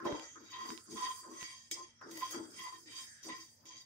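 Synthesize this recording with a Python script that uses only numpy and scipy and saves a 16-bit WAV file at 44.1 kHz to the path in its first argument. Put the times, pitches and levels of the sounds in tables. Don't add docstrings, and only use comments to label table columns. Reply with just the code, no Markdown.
import sys
import numpy as np
from scipy import signal
from scipy.fft import rfft, irfft, next_fast_len
from scipy.io import wavfile
from scipy.ndimage import uniform_filter1d

SR = 44100
rng = np.random.default_rng(int(sys.argv[2]) if len(sys.argv) > 2 else 0)


def transcribe(signal):
    frames = np.atleast_2d(signal).T
    limited = np.clip(frames, -1, 1)
    pcm = np.round(limited * 32767).astype(np.int16)
    wavfile.write(sys.argv[1], SR, pcm)


N = 169785
SIZE = next_fast_len(N + SR // 2)
F = np.maximum(np.arange(SIZE // 2 + 1) * SR / SIZE, 1.)

# (frequency [Hz], width [Hz])
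MODE_HZ = [(238, 25), (308, 22), (332, 22), (365, 14), (412, 20), (444, 14), (590, 14), (880, 30),
           (925, 30), (1000, 30), (1040, 26), (1082, 30), (1845, 30), (1968, 30), (2300, 50), (3140, 20),
           (3183, 28), (3317, 24), (3770, 40), (4694, 30), (4760, 24), (4892, 40), (5220, 55), (5590, 60),
           (5965, 70), (6250, 120), (6510, 110), (6900, 40), (7150, 60), (7650, 50), (8200, 130),
           (8490, 35), (8880, 55), (9360, 180), (11070, 430), (13900, 300)]
MODE_DB = [-8, 1, 1, -10.5, -12, -7, -21, -15, -21, -11.5, 4, -5.5, -11.5, -4, -14.5, -7.5, -6.5, -6, -11,
           -11, -7.5, -13.5, -15, -21.5, -12.5, -16, -12, -19.5, -27.5, -20.5, -21.5, -17.5, -23, -24,
           -25.5, -38.5]
# (frequency [Hz], relative density [dB])
PAN_BED = [(130, -23), (190, -29.5), (300, -10.5), (700, -26), (1040, -24.5), (1300, -16), (2000, -27),
           (2700, -23.5), (3300, -23.5), (4150, -29.5), (5000, -25), (6500, -24), (9500, -33.5),
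           (10500, -51), (14000, -27), (16000, -27.5)]
PAN_MODES = [(hz, width_hz, db) for (hz, width_hz), db in zip(MODE_HZ, MODE_DB)]


def undb(db):
    return 10 ** (np.asarray(db) / 20)


def over_hz(table):
    hz, value = np.array(table, float).T
    return np.interp(np.log(F), np.log(np.maximum(hz, 1.)), value)


def through(x, response):
    return irfft(rfft(x, SIZE) * response, SIZE)[..., :N]


def ring(hz, width_hz):
    return 1j * F * width_hz / (hz ** 2 - F ** 2 + 1j * F * width_hz)


def rms(response):
    return np.sqrt(np.mean(np.abs(response) ** 2))


def gliding(x, hz, width_hz):
    turn = np.exp(2j * np.pi * np.cumsum(hz) / SR)
    pole = np.exp(-np.pi * width_hz / SR)
    smooth = signal.lfilter([1], [1, -pole], x / turn)
    return 2 * (1 - pole) * np.real(turn * smooth)


def walk(per_s):
    hold = int(SR / per_s)
    levels = np.repeat(rng.standard_normal(N // 200), hold)[:N]
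    return 1.7 * uniform_filter1d(levels, hold)


def grains(per_s, spread_db):
    chance, strength, sign = rng.random((3, N))
    top = 6.5
    size = undb(spread_db * np.minimum(-np.log(strength + 1e-9), top))
    x = (chance < per_s / SR) * size * np.sign(sign - .5)
    return x / np.sqrt(np.mean(x ** 2))


def mode_sum(modes):
    return sum((-1) ** j * undb(db) * ring(hz, width_hz) for j, (hz, width_hz, db) in enumerate(modes))


def pan_body():
    return mode_sum(PAN_MODES) + undb(over_hz(PAN_BED))


def ports(shared, left, right):
    # (frequency [Hz], lead [rad])
    lead = [(0, 0), (950, 0.4), (1550, 3.2), (2070, 1.2), (3190, 2.8), (4650, 2.4), (4910, -1.1),
            (6460, 2.9), (8270, 1.3), (10500, 19.8), (11700, 25.7), (12100, 24.5), (13400, 31.0),
            (15500, 31.2)]
    # (frequency [Hz], level difference [dB])
    balance = [(60, -0.5), (110, -0.5), (200, 3.5), (380, 3.5), (700, 0.5), (1290, 0.5), (2380, 1.0),
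               (4400, -1.5), (8120, -2.5), (15000, 2.0)]
    # (frequency [Hz], share [0-1])
    unlike = [(60, 0.19), (150, 0.13), (300, 0.12), (1000, 0.88), (3000, 0.73), (12000, 1)]
    share = np.clip(over_hz(unlike), 0, 1)
    tilt = undb(over_hz(balance) / 2) * np.exp(.5j * over_hz(lead))
    return np.array([through(shared, np.sqrt(1 - share) * gain) + through(own, np.sqrt(share) * np.abs(gain))
                     for gain, own in ((tilt, left), (1 / tilt, right))])


def strokes():
    # (time [s], low rumble [dB], hollow rub [dB], bowl ring [dB], blade rub [dB],
    # scrape [dB], seed rattle [dB], bright rattle [dB], top hiss [dB])
    stroke_levels = [
        [(0.0, -62, -65, -39.5, -48, -85, -71, -94, -97), (0.024, -51, -81, -75, -55, -84, -73, -100, -106),
         (0.04, -47, -76, -56, -52, -84, -87, -83, -87), (0.052, -38.5, -53, -34, -71, -92, -51.5, -87, -81)],
        [(0.062, -38, -40, -60, -49.5, -51.5, -56, -88, -74),
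         (0.134, -46, -48.5, -52, -58, -53.5, -58, -77, -96),
         (0.232, -61, -56, -71, -63, -59, -53.5, -69, -101), (0.35, -81, -89, -89, -73, -69, -70, -91, -106)],
        [(0.362, -64, -73, -99, -53.5, -72, -82, -98, -106),
         (0.412, -60, -77, -69, -67, -72.5, -64.5, -97, -84), (0.502, -72, -73, -79, -70, -58, -60.5, -98, -82),
         (0.52, -86, -84, -51, -91, -56, -52.5, -83, -67)],
        [(0.53, -73, -96, -43, -69, -49, -59.5, -84, -83),
         (0.714, -49, -69.5, -51, -62.5, -59, -51.5, -60, -65),
         (0.832, -96, -84, -116, -73, -92, -71.5, -62.5, -80), (0.865, -69, -89, -86, -73, -75, -66, -62, -81)],
        [(0.875, -61, -78, -61, -71, -88, -66, -70, -82), (0.921, -48.5, -87, -83, -76, -62, -52, -58, -73),
         (0.947, -49.5, -90, -73, -75, -63, -59, -59, -65), (0.96, -47.5, -70, -43, -75, -57, -50, -56, -71)],
        [(0.972, -64.5, -79, -42, -62, -50, -51, -54, -65),
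         (1.062, -60, -83, -38.5, -59, -46.5, -48.5, -57.5, -68),
         (1.204, -84, -91, -63.5, -73, -67.5, -56, -57, -62.5), (1.228, -68, -90, -90, -78, -72, -63, -61, -82)],
        [(1.24, -73, -67, -54, -64, -74, -61, -61.5, -88), (1.28, -49, -60, -60.5, -67.5, -79, -66, -70, -79),
         (1.41, -67, -77, -53.5, -71, -48, -49, -59, -68),
         (1.703, -103, -99, -81.5, -99, -75.5, -67.5, -75.5, -90)],
        [(1.718, -73, -73, -78, -89, -57, -36.5, -43, -64), (1.755, -66.5, -65, -72, -80, -53, -48, -62, -79),
         (1.768, -59, -65, -49.5, -85, -57.5, -46.5, -59, -81),
         (1.816, -61, -67.5, -54, -85, -63.5, -55, -70.5, -90),
         (1.982, -112, -99, -102, -85, -79.5, -81.5, -91, -106),
         (2.007, -84, -85, -85, -69, -85, -87, -102, -104)],
        [(2.018, -73, -57.5, -88, -49, -84, -65, -89, -100), (2.048, -50, -65, -82, -58, -81, -74.5, -86, -104),
         (2.124, -52, -65, -83, -64, -59.5, -53.5, -63.5, -63),
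         (2.205, -59, -62, -54, -77, -59, -51.5, -60, -60.5)],
        [(2.22, -68, -70, -44, -59, -47.5, -51, -67, -65.5), (2.29, -70, -70, -59.5, -62, -53, -52.5, -60, -65),
         (2.316, -69, -62, -56, -67, -50, -44.5, -57, -52), (2.335, -57, -60, -74, -57, -58.5, -53, -57, -64)],
        [(2.347, -45, -54.5, -48, -55.5, -50.5, -48, -58, -63),
         (2.4, -45, -54.5, -61, -59, -62.5, -63.5, -65, -75), (2.503, -57, -79, -87, -68, -78, -65.5, -67, -73),
         (2.58, -62.5, -77, -69, -69, -55, -52, -61, -73)],
        [(2.59, -59.5, -96, -47.5, -80, -50, -53, -63.5, -62),
         (2.676, -86, -95, -46, -74, -54, -55.5, -62.5, -76),
         (2.762, -66.5, -102, -56, -74, -65.5, -62.5, -66.5, -75),
         (2.85, -73, -79, -100, -79, -86, -61.5, -68, -75)],
        [(2.86, -63, -77, -85, -77, -66, -61, -70.5, -87),
         (2.992, -67.5, -72, -55, -70, -50, -50.5, -56.5, -65),
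         (3.128, -94, -85, -102, -91, -76, -61, -62.5, -78), (3.22, -100, -99, -102, -86, -68, -66.5, -74, -85)],
        [(3.232, -70, -81, -79, -76, -64, -48.5, -75, -67), (3.25, -57.5, -67, -72, -70, -56, -55, -62, -63),
         (3.266, -57, -61, -71, -66, -60.5, -51, -60, -69), (3.285, -53, -53, -46, -78, -56, -54.5, -59, -76)],
        [(3.297, -56, -60, -43, -78, -50.5, -53.5, -70, -98),
         (3.381, -64.5, -81, -59.5, -68, -57.5, -56, -67.5, -67.5),
         (3.537, -96, -87, -101, -100, -81, -68.5, -69.5, -79),
         (3.645, -67.5, -78, -75, -77, -86, -77, -95, -80)],
        [(3.66, -72.5, -73, -69, -82, -60, -55.5, -70, -72),
         (3.736, -75.5, -80, -60.5, -82, -59, -57, -79, -92),
         (3.816, -85, -84, -77.5, -85, -64.5, -56.5, -74, -77), (3.85, -80, -89, -91, -100, -74, -65, -85, -90)],
    ]
    grain_rates = [3000, 2500, 5000, 2500, 2500, 3000, 3000, 4000]
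    # (low [Hz], high [Hz])
    bands = [(150, 475), (475, 960), (960, 1130), (1130, 1800), (1800, 4200), (4200, 7250), (7250, 9900),
             (9900, 16500)]
    grain_spread_db = 2.6
    flicker_db, flicker_per_s = 1.5, 60
    spot_db, spot_per_s = 3.0, 14
    waver_widths, waver_per_s = 0.3, 12

    t = np.arange(N) / SR
    table = np.concatenate([np.array(s, float) for s in stroke_levels])
    out = 0
    for k, (lo, hi) in enumerate(bands):
        level_db = np.interp(t, table[:, 0], table[:, k + 1])
        gain = undb(level_db + flicker_db * walk(flicker_per_s))
        drive = np.array([gain * grains(grain_rates[k], grain_spread_db) for _ in range(3)])
        modes = [m for m in PAN_MODES if lo <= m[0] < hi]
        bed = undb(over_hz(PAN_BED)) / np.sqrt((1 + (lo / F) ** 16) * (1 + (F / hi) ** 16))
        scale = rms(bed + mode_sum(modes))
        part = through(drive, bed)

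        spots = np.array([undb(spot_db * walk(spot_per_s)) for _ in modes]).reshape(-1, N)
        power = np.array([width_hz * undb(db) ** 2 for _, width_hz, db in modes])
        spots = spots * np.sqrt(power.sum() / (power @ spots ** 2 + 1e-18))
        for j, (hz, width_hz, db) in enumerate(modes):
            bent_hz = hz + waver_widths * width_hz * walk(waver_per_s)
            part = part + (-1) ** j * gliding(drive * undb(db) * spots[j], bent_hz, width_hz)
        out = out + part / scale
    return ports(*out)


def kitchen():
    # (frequency [Hz], relative density [dB])
    room_noise = [(18, -29), (30, -19), (70, -14), (200, -6), (945, -2.5), (1170, -16), (1820, 3.5),
                  (3150, -15), (5590, 3), (15500, -51)]
    parts = [(undb(over_hz(room_noise)), -77),  # (response, level dB)
             (ring(106.7, 28), -75.5),
             (ring(233, 10.5) ** 2, -84)]
    response = sum(undb(db) * shape / rms(shape) for shape, db in parts)
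    return ports(*through(rng.standard_normal((3, N)), response))


def knocks(body):
    # (time [s], dull thud drive [relative dB], bright tap drive [relative dB])
    blows = [(0.058, -26, -51), (0.078, -39, -60), (0.124, -30.5, -60), (0.162, -34, -62),
             (0.357, -39, -70), (0.503, -50, -49), (0.587, -33, -65), (0.914, -41, -40), (0.972, -33, -59),
             (1.231, -41.5, -61), (1.713, -30.5, -20), (2.012, -37.5, -61), (2.112, -53, -36),
             (2.171, -51, -34.5), (2.219, -32, -64), (2.307, -56, -36), (2.343, -26, -71),
             (3.229, -52, -59), (3.294, -30, -46), (3.655, -59, -43.5)]
    burst_decay_s, edge_db = 0.0014, 10.5
    thud_band_hz, tap_low_hz = [278, 1900], 2480
    tap_extra_db, ring_db = 5.5, -7

    out = np.zeros((2, 3, N))
    tail_s = np.arange(SR // 20) / SR
    for s, thud_db, tap_db in blows:
        burst = rng.standard_normal((3, len(tail_s))) * np.exp(-tail_s / burst_decay_s)
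        burst[:, 0] = undb(edge_db)
        i = int(s * SR)
        out[:, :, i:i + len(tail_s)] += undb([thud_db, tap_db + tap_extra_db])[:, None, None] * burst
    thud = signal.sosfilt(signal.butter(2, thud_band_hz, "band", fs=SR, output="sos"), out[0])
    tap = signal.sosfilt(signal.butter(2, tap_low_hz, "high", fs=SR, output="sos"), out[1])
    return undb(ring_db) * ports(*through(thud + tap, body / rms(body)))


def bumps():
    # (time [s], level [dB])
    thumps = [(0.061, -48.5), (0.126, -38.5), (0.703, -55), (1.425, -52.5), (2.403, -56), (3.326, -57)]
    hits = np.zeros((3, N))
    for s, db in thumps:
        hits[:, int(s * SR)] = undb(db)
    thump = ring(125, 274) ** 2
    return ports(*through(hits, thump / rms(thump) ** 2))


def clicks(body):
    # (time [s], level [dB], left minus right [dB], pitch [Hz])
    snaps = [(0.125, -41.5, 14, 1200), (0.197, -41, -12, 3100), (0.704, -41.5, -20.5, 1510),
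             (0.777, -42.5, -22, 3800), (1.412, -43, -10, 2780), (1.417, -51, -12, 2780),
             (1.429, -41, -24, 2580), (2.117, -41, 0, 7000), (2.176, -38, 6, 9500),
             (2.311, -37.5, 4, 12000)]
    width_over_pitch, top_hz, pan_ring_db = 0.78, 11400, 6.5
    out = 0
    for s, db, side_db, hz in snaps:
        tick = np.zeros((2, N))
        tick[:, int(s * SR)] = -undb(db + np.array([side_db, -side_db]) / 2)
        snap = ring(hz, width_over_pitch * hz) / (1 + 1j * F / top_hz) ** 2
        response = snap / rms(snap) ** 2 + undb(pan_ring_db) * body / rms(body)
        out = out + through(tick, response)
    return out


def slides():
    # (start [s], end [s], from [Hz], to [Hz], width of each resonance [Hz], level at middle [dB])
    runs = [(0.167, 0.424, 6600, 6360, 840, -57), (1.935, 2.135, 5730, 5270, 496, -67.5),
            (2.942, 3.28, 1880, 1610, 390, -62.5)]
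    t = np.arange(N) / SR
    out = 0
    for t0, t1, hz0, hz1, width_hz, db in runs:
        progress = np.clip((t - t0) / (t1 - t0), 0, 1)
        hz = hz0 + (hz1 - hz0) * progress
        band = gliding(gliding(rng.standard_normal((3, N)), hz, width_hz), hz, width_hz)
        out = out + undb(db) * np.sin(np.pi * progress) * band / np.std(band)
    return ports(*out)


def touches():
    # (time [s], level [dB])
    tocks = [(0.358, -50.5), (1.233, -58), (2.014, -47), (2.344, -42)]
    blade_hz, width_hz = 1270, 64
    hits = np.zeros((3, N))
    for s, db in tocks:
        hits[:, int(s * SR)] = undb(db) * SR / (2 * np.pi * width_hz)
    return ports(*through(hits, ring(blade_hz, width_hz)))


def room(near):
    t60_s, level_db = 0.18, -10.5
    tail_s = np.arange(SR // 3) / SR
    echo = rng.standard_normal((2, len(tail_s))) * undb(-60 * tail_s / t60_s) * (tail_s > .004)
    echo = echo / np.sqrt(np.sum(echo ** 2, axis=1, keepdims=True))
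    return undb(level_db) * through(near, rfft(echo, SIZE))


def scene():
    body = pan_body()
    near = strokes() + slides() + bumps() + touches() + knocks(body) + clicks(body)
    return near + room(near) + kitchen()


def record(dry):
    top_hz = 15650
    return signal.sosfilt(signal.ellip(12, .2, 90, top_hz, fs=SR, output="sos"), dry)


dry = scene()
out = record(dry)
transcribe(out)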